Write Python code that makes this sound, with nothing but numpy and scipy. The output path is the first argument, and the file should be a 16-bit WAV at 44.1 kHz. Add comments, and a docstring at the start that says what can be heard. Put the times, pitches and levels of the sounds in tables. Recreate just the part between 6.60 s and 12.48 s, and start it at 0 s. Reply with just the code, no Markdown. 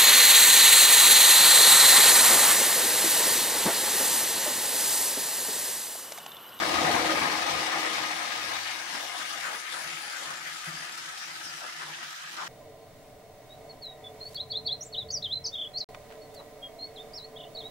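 """Workshop: an electric motor drives a drum through V-belts; the din sinks over six seconds.
Frame: noise bands throb and rumble under sine hum and a resonant drone. Drum: noise through
housing resonances, roughened by small impacts. Belts: hiss and squealing sizzle.
Brief swishes: noise puffs through gliding resonances. Dull knocks excite low housing modes;
light ticks are decaying noise bursts; one low note swells."""
import sys
import numpy as np
from scipy import signal
from scipy.fft import rfft, irfft
from scipy.io import wavfile
from scipy.ndimage import uniform_filter1d

SR = 44100
rng = np.random.default_rng(int(sys.argv[2]) if len(sys.argv) > 2 else 0)


def wav_out(sig):
    """Save sig, one row per channel (or a flat mono array), as 16-bit PCM at SR to the path in sys.argv[1]."""
    wavfile.write(sys.argv[1], SR, np.round(np.clip(np.atleast_2d(sig).T, -1, 1) * 32767).astype(np.int16))


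N = 259308
FRAME, HOP = 2048, 256  # samples
HZ = np.fft.rfftfreq(FRAME, 1 / SR)
FRAME_S = np.arange(N // HOP + 3) * HOP / SR
TIME = np.arange(N) / SR


def amp(db):
    """Decibels to gain."""
    return 10 ** (np.asarray(db) / 20)


def evened(x):
    """Scale to rms 1."""
    return x / np.sqrt(np.mean(x ** 2) + 1e-20)


def curve(table, t=TIME):
    """Join (time_s, value) rows by straight lines."""
    return np.interp(t, *np.transpose(table))


def bell(t, centre_s, length_s):
    """Smooth swell to 1 around centre_s."""
    return np.exp(-((t - centre_s) / length_s) ** 2)


def spectrum(points):
    """Join points on a log-frequency axis; hold the end values."""
    freq_hz, value = np.transpose(points)
    return np.interp(np.log(HZ + 1), np.log(freq_hz), value)


def band(points):
    """Spectrum in dB, falling 30 dB per octave beyond its ends."""
    outside_oct = abs(np.log2((HZ + 1) / np.clip(HZ + 1, points[0][0], points[-1][0])))
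    return spectrum(points) - 30 * outside_oct


def blend(early, late):
    """Colour change in dB on the way from the motor to the big pulley."""
    share = np.clip((FRAME_S[:, None] - 1.2) / 2.8, 0, 1)
    return (1 - share) * band(early) + share * band(late)


def lift(resonances):
    """Bell-shaped peaks in dB."""
    return sum(db / (1 + (2 * (HZ - hz) / width_hz) ** 2) for hz, width_hz, db in resonances)


def resonate(x, hz, width_hz):
    """One-pole resonance of gain 1 whose centre follows hz."""
    turn = np.exp(2j * np.pi * np.cumsum(hz * np.ones(x.shape[-1])) / SR)
    r = np.exp(-np.pi * width_hz / SR)
    return 2 * (turn * signal.lfilter([1 - r], [1, -r], x / turn)).real


def panned(x, pan_db):
    """Share sound between left (positive pan_db) and right, keeping its power."""
    gains = np.array([amp(pan_db / 2), amp(-pan_db / 2)]).reshape(2, -1)
    return x * gains / np.sqrt(np.mean(gains ** 2, 0))


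def wander(rate_hz):
    """Slow random curve of rms 1: noise low-passed near rate_hz."""
    f = np.fft.rfftfreq(N, 1 / SR)
    return evened(irfft(rfft(rng.standard_normal(N)) / (1 + (f / rate_hz) ** 4), N))


# left-right likeness of noise [freq_hz, likeness (0 to 1)]
LIKENESS = [(60, 0.97), (130, 0.89), (290, 0.71), (450, 0.36), (640, 0.24), (1400, 0.011), (15000, 0.0084)]


def noise(shape_db, patchy_db, ripple_db, size=20):
    """Stereo noise with drifting patches and a room ripple at each ear that shifts as the listener moves."""
    shape = (2, len(FRAME_S), len(HZ), 2)
    z = rng.standard_normal(shape, dtype=np.float32).view(np.complex64)[..., 0]
    same = np.clip(spectrum(LIKENESS), 0, 1)
    z[1] = same * z[0] + np.sqrt(1 - same ** 2) * z[1]

    patches = rng.standard_normal(z.shape, dtype=np.float32)
    patches += patches[::-1] * np.clip(same + 0.57, 0, 1)  # ears share most of each patch
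    patches = uniform_filter1d(patches, size=12, axis=1, mode="wrap")
    patches = evened(uniform_filter1d(patches, size=size, axis=2, mode="wrap"))
    unrest = np.interp(FRAME_S, [.8, 2.6], [.7, 1.1])[:, None]  # loud din is more even

    turn_s = 4  # room peaks become dips
    here, there = rng.standard_normal((2, 2, 1, len(HZ))) * (1 - same)
    walk = np.pi * FRAME_S[:, None] / turn_s
    ripple = here * np.cos(walk) + there * np.sin(walk)

    z *= amp(shape_db + patchy_db * unrest * patches + ripple_db * ripple)
    sound = signal.istft(z.transpose(0, 2, 1), nperseg=FRAME, noverlap=FRAME - HOP)[1]
    return evened(sound[:, :N])


def rattle(rate_per_s, spread_db, decay_s=.005):
    """Envelope of many small uneven impacts over a steady floor: each starts at once and dies away."""
    hits = rng.random(N) < rate_per_s / SR
    blows = amp(spread_db * np.minimum(rng.exponential(1, N), 4)) * hits
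    power = signal.lfilter([1], [1, -np.exp(-1 / (decay_s * SR))], blows ** 2)
    return evened(np.sqrt(power + power.mean()))


# din loudness; only its change from the first row acts [time_s, level_db]
DIN = [(0.0, -32.5), (0.28, -31), (.72, -33), (1.1, -35), (2.17, -38.5), (3.9, -42), (5.6, -44)]


def follow(start_db, db_per_din_db):
    """Gain of a layer that moves with the din."""
    din_db = curve(DIN)
    return amp(start_db + db_per_din_db * (din_db - din_db[0]))


# deep throb surges [centre_s, level_db, length_s]
SURGES = [(.17, -51, .09), (0.35, -47, 0.084), (0.963, -54, 0.073), (1.37, -61, .08), (1.853, -63, 0.061),
          (3.698, -69, 0.089), (4.13, -65, 0.067), (4.88, -67, 0.044)]


def throbbing(rest_db=-79):
    """Throb strength: sinks with the din to a steady tremble, surging now and then."""
    surges = sum((amp(db) * bell(TIME, s, length_s)) ** 2 for s, db, length_s in SURGES)
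    return np.sqrt(follow(-57, 3.3) ** 2 + amp(rest_db) ** 2 + surges)


# frame throb spectrum [freq_hz, level_db]
THROB = [(30, -23), (46, -22), (58, -3), (73, 6.5), (88, 7), (109, 3.5), (122, -22)]


def throb():
    """Lowest frame noise, shaped by the throb strength."""
    return noise(band(THROB), patchy_db=0.0, ripple_db=1, size=3) * throbbing()


# frame rumble spectrum [freq_hz, level_db]
RUMBLE = [(130, -21.5), (160, 0), (186, -5), (215, -0.5), (270, 0.5), (330, 4.5), (445, -4), (490, 4),
          (580, 1.5), (700, -1)]


def rumble():
    """Low-mid frame noise at the centre."""
    return amp(-1) * panned(noise(band(RUMBLE), patchy_db=3.0, ripple_db=3, size=5), pan_db=0.0)


# motor hum partials, before the common level [freq_hz, level_db]
HUM = [(159, -17.5), (318, -7), (474, -17.5), (530, -17)]
# common hum level [time_s, level_db]
HUM_LEVEL = [(.8, -2.5), (.97, 4), (1.4, 1), (2.2, -7.5)]


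def hum(stutter_db=3, stutter_hz=9, slip_cycles=.2):
    """Motor sines that stutter with the load: level wavers, phase slips."""
    turns_s = TIME + np.cumsum(0.0015 * wander(7.0)) / SR
    out = np.zeros(N)
    for hz, db in HUM:
        level = amp(db + stutter_db * wander(stutter_hz))
        cycles = hz * turns_s + slip_cycles * wander(stutter_hz) + rng.random()
        out += level * np.sin(2 * np.pi * cycles)
    return amp(curve(HUM_LEVEL)) * out


def slack(lap_s=.508, slack_at_s=2.53, length_s=.07, dip_db=-14):
    """Gain of the frame's tremble: drops as the belts slacken once in each lap."""
    lap = (TIME - slack_at_s + lap_s / 2) % lap_s
    return amp(dip_db * bell(lap, lap_s / 2, length_s))


def swish_surges(surge_db=-12, corner_hz=1080, length_s=0.065):
    """Rumble strength added around each swish, more for lower swishes."""
    power = 0
    for s, db, hz, _, _ in SWISHES:
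        surge = amp(db + surge_db) / (1 + (hz / corner_hz) ** 4)
        power = power + (surge * bell(FRAME_S, s, length_s)) ** 2
    return np.interp(TIME, FRAME_S, np.sqrt(power))


def shaking(rest_db=-64):
    """Rumble strength: sinks with the din to a slackening tremble, rises around low swishes."""
    return np.sqrt(follow(-34.5, 2.91) ** 2 + (amp(rest_db) * slack()) ** 2 + swish_surges() ** 2)


def drone():
    """Two hollow housing notes of resonant noise, dropping out once in each belt lap."""
    low = evened(resonate(resonate(rng.standard_normal(N), 156.6, 34), 156.6, 34))
    high = evened(resonate(resonate(rng.standard_normal(N), 337, 27), 337, 27))
    level_db = np.interp(TIME, [2.1, 3.2], [-70, -64.5]) + 1.5 * wander(5.7)
    return (low + high) * amp(level_db) * slack()


def frame():
    """Throb, rumble and hum sink with a fast waver; the hum gives way to the drone."""
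    body = (rumble() + hum()) * shaking()
    return (throb() + body) * amp(1.0 * wander(38)) + drone()


# drum rush spectra, first and last [freq_hz, level_db]
RUSH_EARLY = [(480, -22), (620, -6.5), (800, -2), (1050, -2.5), (1280, -5), (1420, -4), (1700, -1),
              (2150, -0.5), (2600, -6), (3600, -30)]
RUSH_LATE = [(480, -20), (620, -13), (950, -8), (1280, -5.5), (1420, -3.5), (1650, 0), (2100, -3.5),
             (2700, -8), (3600, -18)]
# housing resonances, lift before its moving share [freq_hz, width_hz, lift_db]
HOUSING = [(722.4, 49, 10.5), (830, 28, 9), (1010, 33, 2.5), (1233.4, 24, 20), (1292, 12, 13)]
# pan from left to middle, shared with the hiss [time_s, left_right_db]
PAN = [(2.8, 7), (4.6, 3.5), (5.88, 0.5)]


def drum(ring_unrest=.17):
    """Rushing rings the housing, each resonance coming and going alone; fine rattling roughens it."""
    ring_share = np.interp(FRAME_S, [1.8, 3.5], [.8, .45])
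    ringing_db = 0
    for mode in HOUSING:
        share = ring_share + ring_unrest * np.interp(FRAME_S, TIME, wander(3.2))
        ringing_db = ringing_db + lift([mode]) * share[:, None]
    roar_db = (lift([(650, 770, 3.9)]) - 1.5) * bell(FRAME_S[:, None], 0, 0.46)  # throaty at first
    shape_db = blend(RUSH_EARLY, RUSH_LATE) + ringing_db + roar_db
    rush = noise(shape_db, patchy_db=1.9, ripple_db=3, size=10)
    rush *= rattle(rate_per_s=200, spread_db=1.7)
    return panned(rush, curve(PAN)) * follow(-28.5, 1.193)


# belt hiss spectra, first and last [freq_hz, level_db]
HISS_EARLY = [(2400, -7), (2900, 3.5), (4200, 1.5), (5400, -1), (6800, -9), (8300, -12)]
HISS_LATE = [(2400, -10.5), (2900, 0), (4200, -1), (5400, -1.5), (6800, -7), (8300, -13)]


def hiss():
    """Rubber friction on the pulleys: broad high noise."""
    rub = noise(blend(HISS_EARLY, HISS_LATE), patchy_db=1.5, ripple_db=2.8, size=30)
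    return panned(rub * follow(-33.5, 0.83), curve(PAN) - 1.9)


# belt sizzle spectrum [freq_hz, level_db]
SIZZLE = [(6000, -0.5), (7200, -2.5), (10300, -3.5), (11500, -7), (15500, -12)]
# squeal resonances, lift before its moving share [freq_hz, width_hz, lift_db]
SQUEAL = [(7290, 410, 10.3), (8900, 320, 8.4), (10060, 420, 9.3), (10580, 380, 6.3)]


def sizzle(closest_s=3.52, length_s=1.06, swell_db=2):
    """Treble friction with faint squeal, swelling as the big pulley passes closest."""
    squeal_share = 0.17 + 0.67 * bell(FRAME_S[:, None], closest_s, length_s)
    treble = noise(band(SIZZLE) + squeal_share * lift(SQUEAL), patchy_db=3.0, ripple_db=1.8, size=24)
    near = bell(TIME, closest_s, length_s)
    treble *= follow(-41, 0.95) * amp(swell_db * near)
    return panned(treble, 4.7 + 4 * near)


def belts():
    """Hiss and sizzle roughened by one train of small impacts."""
    return (hiss() + sizzle()) * rattle(rate_per_s=300, spread_db=-0.3)


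# brief dips of the running noise [centre_s, level_db, length_s]
LULLS = [(0.84, -1.5, 0.04), (2.232, -1.5, 0.067), (2.508, -0.5, 0.054), (3.045, -2.5, 0.057),
         (3.813, -1.5, 0.043), (4.366, -3.5, 0.0092), (5.6, -1.5, 0.06)]


def lulls():
    """Gain of frame, drum and belts, which dips briefly."""
    return amp(sum(db * bell(TIME, s, length_s) for s, db, length_s in LULLS))


# blows on the housing; thud is relative to the ring [start_s, level_db, thud_db]
KNOCKS = [(0.23, -24, -14), (0.645, -31, -5), (1.332, -43, 0), (4.066, -28, -25), (4.125, -35, -24),
          (4.19, -41.5, -11), (4.85, -47, -16)]
# housing modes [freq_hz, level_db, t60_s]
PANEL = [(159.8, 2, 0.12), (252, -17, 0.1), (340, -11, 0.12), (665, -18, .18)]


def knocks(swell_s=.02, thud_t60_s=.2):
    """Dull blows swell softly into decaying low housing modes over a short rough noise thud."""
    out = np.zeros(N)
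    thud = evened(resonate(resonate(rng.standard_normal(N), 440, 330), 440, 330))
    for s, blow_db, thud_db in KNOCKS:
        t = np.maximum(TIME - s, 0)
        # phase runs on from blow to blow
        ring = sum(amp(db - 60 * t / t60_s) * np.sin(2 * np.pi * hz * TIME) for hz, db, t60_s in PANEL)
        rough = thud * amp(thud_db - 60 * t / thud_t60_s)
        swell = 1 - np.exp(-(t / swell_s) ** 2)
        out += amp(blow_db) * (ring + rough) * swell
    return out


# brief swishes [centre_s, level_db, pitch_hz, length_s, glide_oct_per_s]
SWISHES = [(0.307, -34, 760, 0.036, 4), (0.399, -28.5, 1050, 0.026, -11), (0.893, -32.5, 830, 0.035, 8),
           (1.144, -32, 1080, 0.055, -11), (1.246, -35, 690, 0.065, -11), (1.348, -38, 2110, 0.055, 2),
           (1.919, -36, 940, 0.055, -9), (2.089, -41.5, 2220, 0.091, 0), (2.359, -36.5, 970, 0.02, -5),
           (2.432, -43.5, 680, 0.043, 2), (2.615, -37, 1500, 0.035, 8), (2.861, -34, 1440, 0.064, -7.5),
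           (2.929, -39, 870, 0.069, 3), (3.08, -39.5, 2000, 0.071, -1), (3.17, -38.5, 1060, 0.052, -5),
           (3.292, -40.5, 2110, 0.093, 5), (3.567, -39, 1800, 0.037, -9), (3.652, -40.5, 870, 0.059, 21),
           (3.724, -37, 1220, 0.056, 13), (3.87, -38, 1790, 0.034, -4), (4.08, -39, 1710, 0.027, 12),
           (4.265, -44, 1430, 0.054, 12), (4.623, -41, 1570, 0.025, -1), (4.624, -45, 5500, 0.08, 1),
           (4.867, -41.5, 5300, 0.063, -3), (5.036, -44, 724, 0.057, -7), (5.225, -38.5, 1260, 0.03, 2),
           (5.279, -45.5, 915, 0.073, -1), (5.343, -43.5, 2830, 0.026, 2), (5.429, -39, 1600, 0.023, -1),
           (5.814, -35, 1110, 0.062, -4)]


def swishes(width_share=0.81):
    """Soft puffs of noise through a gliding resonance, bass removed."""
    out = np.zeros((2, N))
    for s, db, hz, length_s, glide in SWISHES:
        near = abs(TIME - s) < 2 * abs(length_s)
        t = TIME[near] - s
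        centre_hz = hz * 2 ** (glide * t)
        width_hz = min(width_share * hz, 950)
        puff = resonate(rng.standard_normal((2, len(t))), centre_hz, width_hz)
        puff = resonate(puff, centre_hz, width_hz)
        out[:, near] += evened(puff) * amp(db) * np.exp(-2 * (t / length_s) ** 2)
    no_bass = signal.butter(2, 350, "highpass", fs=SR, output="sos")
    return panned(signal.sosfilt(no_bass, out), pan_db=5.0)


def dying(events, t60_s):
    """Envelope of (start_s, level_db, ..) events that start at once and die away."""
    return sum(amp(db - 60 * np.maximum(TIME - s, 0) / t60_s) * (TIME >= s) for s, db, *_ in events)


# light ticks; snap is relative to the tick [start_s, level_db, snap_db]
TICKS = [(.664, -39.5, -11), (.779, -36, -16), (1.334, -42, -4), (2.338, -38, -8), (2.582, -39, -6),
         (3.219, -47, 9), (4.377, -41, -1), (4.586, -48, 2)]


def ticks(t60_s=0.5, snap_t60_s=.045):
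    """Short bright noise snap, trailed by the room as slower-dying noise."""
    white = rng.standard_normal((2, N))
    tail_band = signal.butter(2, [900, 6000], "bandpass", fs=SR, output="sos")
    snap_band = signal.butter(2, [3500, 11500], "bandpass", fs=SR, output="sos")
    tail = evened(signal.sosfilt(tail_band, white))
    snap = evened(signal.sosfilt(snap_band, white))
    snaps = [(s, db + snap_db) for s, db, snap_db in TICKS]
    return panned(tail * dying(TICKS, t60_s) + snap * dying(snaps, snap_t60_s), pan_db=5)


def boom(centre_s=1.94, length_s=0.23, hz=108, level_db=-59):
    """The frame's low note swells once, as a sine with wavering phase."""
    tone = np.sin(2 * np.pi * (hz * TIME + 0.071 * wander(7.2)))
    return amp(level_db) * bell(TIME, centre_s, length_s) * tone


def scene():
    """Running machine, then knocks, swishes, ticks and the low note."""
    running = (frame() + drum() + belts()) * lulls()
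    return running + knocks() + swishes() + ticks() + boom()


def record(dry):
    """Microphone bass roll-off and recorder band limit."""
    thin = signal.sosfilt(signal.butter(3, 46, "highpass", fs=SR, output="sos"), dry)
    band_limit = signal.firwin(1023, 15750, window=("kaiser", 9), fs=SR)
    return signal.oaconvolve(thin, band_limit[None], "same", axes=1)


dry = scene()
out = record(dry)
wav_out(out)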